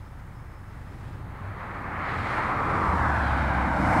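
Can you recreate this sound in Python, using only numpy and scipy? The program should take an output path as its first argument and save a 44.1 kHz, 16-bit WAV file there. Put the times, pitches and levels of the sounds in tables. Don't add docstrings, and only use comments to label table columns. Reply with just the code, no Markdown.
import sys
import numpy as np
from scipy.fft import rfft, irfft, next_fast_len
from scipy.io import wavfile
from scipy.ndimage import map_coordinates

SR = 44100
rng = np.random.default_rng(int(sys.argv[2]) if len(sys.argv) > 2 else 0)


def to_wav(s):
    ch = np.atleast_2d(s).T
    pcm = np.round(np.clip(ch, -1, 1) * 32767)
    wavfile.write(sys.argv[1], SR, pcm.astype(np.int16))


N = 176400

# t/s, roar level/dB, upper edge level/dB
ROAR_LEVELS = [(0, -51, -56.5), (.9, -51, -53), (1.25, -47, -53), (1.62, -37.5, -42), (1.82, -35.5, -40),
               (2.02, -30, -32), (2.18, -32.5, -32), (2.38, -26.5, -29), (2.58, -26, -33),
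               (2.9, -24, -33.5), (3.1, -24.5, -33.5), (3.35, -28, -32.5), (3.6, -24.5, -30),
               (3.8, -26, -32.5), (3.93, -22, -27.5)]
# t/s, tread hiss level/dB, sizzle level/dB
HISS_LEVELS = [(0, -70, -75), (.45, -75, -78.5), (1.08, -65, -70), (1.28, -67.5, -79), (1.6, -62, -75.5),
               (1.96, -61.5, -70), (2.08, -51, -66.5), (2.3, -48, -59), (2.55, -54, -64), (3.0, -54, -58),
               (3.3, -48.5, -60.5), (3.7, -53.5, -60.5), (3.93, -53, -52)]
# f/Hz, relative level/dB
ROAR_SPECTRUM = [(200, -32), (430, -11.5), (520, -8.5), (620, -7.5), (780, -3.5), (1000, -2), (1180, -1.5),
                 (1380, -8), (1650, -10.5), (2600, -32), (5000, -100)]
EDGE_SPECTRUM = [(300, -70), (700, -16), (1200, -1.5), (1500, -2), (2000, -1), (2350, -7.5), (2800, -19.5),
                 (3600, -34), (7000, -90)]
TREAD_SPECTRUM = [(1000, -60), (1600, -12), (2500, 4.5), (3100, 2), (4150, -0.5), (5000, -10), (5800, -27),
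                  (6800, -16.5), (9000, -51), (14000, -80)]
SIZZLE_SPECTRUM = [(3500, -3), (5200, 4), (5950, -0.5), (6600, -2), (8300, -1.5), (10000, -5.5),
                   (12000, -12), (15500, -24)]
HOWL_SPECTRUM = [(400, -80), (900, -43), (1300, 2.5), (1550, 1), (1750, 1), (1900, -16), (2200, -47),
                 (3000, -110)]
ROAR_TRIM_DB, EDGE_TRIM_DB, TREAD_TRIM_DB, SIZZLE_TRIM_DB = -3.07, -3.4, .46, 2.53
HOWL_START_S, HOWL_ATTACK_S, HOWL_FADE_DB_PER_S, HOWL_DB = 2.97, .037, 14, -28

def tyres():
    roar_db, edge_db = curves(ROAR_LEVELS)
    tread_db, sizzle_db = curves(HISS_LEVELS)
    behind_s = np.maximum(clock() - HOWL_START_S, 0)
    attack = 1 - np.exp(-behind_s / HOWL_ATTACK_S)
    howl = amp(HOWL_DB - HOWL_FADE_DB_PER_S * behind_s) * attack * doppler_noise(HOWL_SPECTRUM)
    unevenness = amp(.47 * wobble(7.93) + .5 * wobble(60))
    roar = amp(roar_db + ROAR_TRIM_DB) * doppler_noise(ROAR_SPECTRUM)
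    edge = amp(edge_db + EDGE_TRIM_DB) * noise(EDGE_SPECTRUM)
    tread = amp(tread_db + TREAD_TRIM_DB) * noise(TREAD_SPECTRUM)
    sizzle = amp(sizzle_db + SIZZLE_TRIM_DB) * noise(SIZZLE_SPECTRUM)
    return unevenness * (roar + edge + howl + tread + sizzle)


CLOSEST_S, PASS_WIDTH_S, DOPPLER_SHIFT = 2.95, .45, .09

def doppler_noise(spectrum):
    past_s = clock() - CLOSEST_S
    pitch_ratio = 1 - DOPPLER_SHIFT * past_s / np.hypot(past_s, PASS_WIDTH_S)
    return map_coordinates(noise(spectrum, size=2 * N), [np.cumsum(pitch_ratio)])


# t/s, boom level/dB, body level/dB before its trim
RUMBLE_LEVELS = [(0, -44, -53.5), (.6, -43, -52), (1.4, -40, -47.5), (1.8, -40.5, -42.5), (2.2, -36, -38),
                 (2.55, -36.5, -34.5), (3.0, -35.5, -32), (3.3, -31.5, -34), (3.65, -37, -30),
                 (3.93, -31, -25)]
# f/Hz, relative level/dB
BOOM_SPECTRUM = [(15, -30), (40, -2.5), (65, -4), (90, 6.5), (125, 2.5), (165, -4.5), (260, -16),
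                 (600, -74)]
BODY_SPECTRUM = [(70, -45), (130, -11), (180, 0.5), (225, -1), (290, 0), (400, -3.5), (540, -7.5),
                 (900, -8.5), (2000, -84)]
WAKE_SPECTRUM = [(10, -22), (25, -3), (45, -2), (65, -2), (120, -40), (400, -100)]
BODY_TRIM_DB, WAKE_DB = -.45, -38

def rumble():
    boom_db, body_db = curves(RUMBLE_LEVELS)
    wake = amp(WAKE_DB) * swell(peak_s=2.93, width_s=.2) * noise(WAKE_SPECTRUM)
    boom = amp(boom_db) * noise(BOOM_SPECTRUM)
    body = amp(body_db + BODY_TRIM_DB) * noise(BODY_SPECTRUM)
    return boom + body + wake


# t/s, f/Hz, level/dB
EXHAUST_NOTE = [(0, 92.7, -66), (1.1, 92.7, -48), (1.5, 91.1, -48.5), (2.0, 90.5, -48), (2.45, 89.6, -50),
                (2.8, 82, -38), (3.0, 76.1, -29), (3.25, 69.83, -28.5), (3.6, 66.8, -31), (4, 66.8, -34)]
# multiple of the firing rate, relative level/dB
EXHAUST_HARMONICS = [(1, 8.5), (2, -16), (3, -18.5), (4, -19.5)]
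PITCH_WANDER, FLUTTER_DB = .003, .5

def exhaust():
    firing_hz, note_db = curves(EXHAUST_NOTE)
    phase = 2 * np.pi * np.cumsum(firing_hz * (1 + PITCH_WANDER * wobble(12))) / SR
    note = 0
    for multiple, db in EXHAUST_HARMONICS:
        gain = amp(db + FLUTTER_DB * wobble(6.6))
        note += gain * np.sin(multiple * phase + rng.uniform(0, 2 * np.pi))
    return amp(note_db) * unit(note)


# t/s, lag/ms, strength 0-1
REFLECTION = [(0, 1.4, 0.07), (2.3, 0.96, 0), (2.75, 0.86, 0.21), (3.1, 1.17, 0.3), (3.4, 1.326, 0.25),
              (3.95, 1.375, 0.3)]
# t/s, cancelled share 0-1
DIP_DEPTH = [(0, 0.3), (2.8, 0), (3.15, 0.67), (4, 0.92)]
SCATTER_HZ, PHASE_TURN_RAD = 5430, .5
DIP_HZ, DIP_WIDTH_HZ = 412, 59

def ground_reflection(direct):
    lag_ms, strength = curves(REFLECTION)
    cancelled, = curves(DIP_DEPTH)
    dull = filtered(direct, lambda hz: np.exp(1j * PHASE_TURN_RAD) / (1 + (hz / SCATTER_HZ) ** 4))
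    bounce = map_coordinates(dull, [np.arange(N) - lag_ms * SR / 1000])
    combed = (direct + strength * bounce) / np.hypot(1, strength)
    dip_band = filtered(combed, lambda hz: np.exp(-((hz - DIP_HZ) / DIP_WIDTH_HZ) ** 2))
    return combed - cancelled * dip_band


# f/Hz, level/dB
CAMERA_HUM = [(30, -49), (60, -47)]
# f/Hz, relative level/dB
AIR_SPECTRUM = [(20, 20), (100, 25), (200, 14.5), (480, 9), (3000, 7.5), (5200, -2), (5850, -2),
                (6300, 2.5), (7200, 0), (8500, 1.5), (11000, 0), (15500, -2)]
WHISPER_SPECTRUM = [(3000, -90), (4400, -25), (4900, -6), (5200, 5), (5450, -3), (5900, -30), (7000, -90)]
AIR_DB, WHISPER_DB, WHISPER_WAVER_DB = -63.5, -78.5, 7

def background():
    hum = 0
    for hz, db in CAMERA_HUM:
        gain = amp(db + wobble(3.3))
        hum += gain * unit(np.sin(2 * np.pi * hz * clock() + rng.uniform(0, 2 * np.pi)))
    whisper_gain = amp(WHISPER_DB + WHISPER_WAVER_DB * wobble(14.4))
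    whisper = whisper_gain * swell(peak_s=.5, width_s=.49) * noise(WHISPER_SPECTRUM)
    return amp(AIR_DB) * noise(AIR_SPECTRUM) + hum + whisper


def amp(db):
    return 10 ** (np.asarray(db) / 20)


def unit(x):
    return x / np.sqrt(np.mean(x ** 2) + 1e-20)


def clock():
    return np.arange(N) / SR


def swell(peak_s, width_s):
    return np.exp(-((clock() - peak_s) / width_s) ** 2)


def curves(rows):
    times, *columns = np.transpose(rows)
    return [np.interp(clock(), times, column) for column in columns]


def wobble(rate):
    return map_coordinates(rng.standard_normal(int(N * rate / SR) + 4), [clock() * rate])


def filtered(x, response):
    size = next_fast_len(len(x) + SR // 2)
    return irfft(rfft(x, size) * response(np.fft.rfftfreq(size, 1 / SR)), size)[:len(x)]


def noise(spectrum, size=N):
    f, db = np.transpose(spectrum)
    colour = lambda hz: amp(np.interp(np.log(hz + 1), np.log(f), db))
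    return unit(filtered(rng.standard_normal(size), colour))


def scene():
    return (ground_reflection(tyres() + rumble()) + exhaust() + background())[None]


BAND_LIMIT_HZ = 15750

def record(dry):
    return np.array([filtered(channel, lambda hz: hz < BAND_LIMIT_HZ) for channel in dry])


dry = scene()
out = record(dry)
to_wav(out)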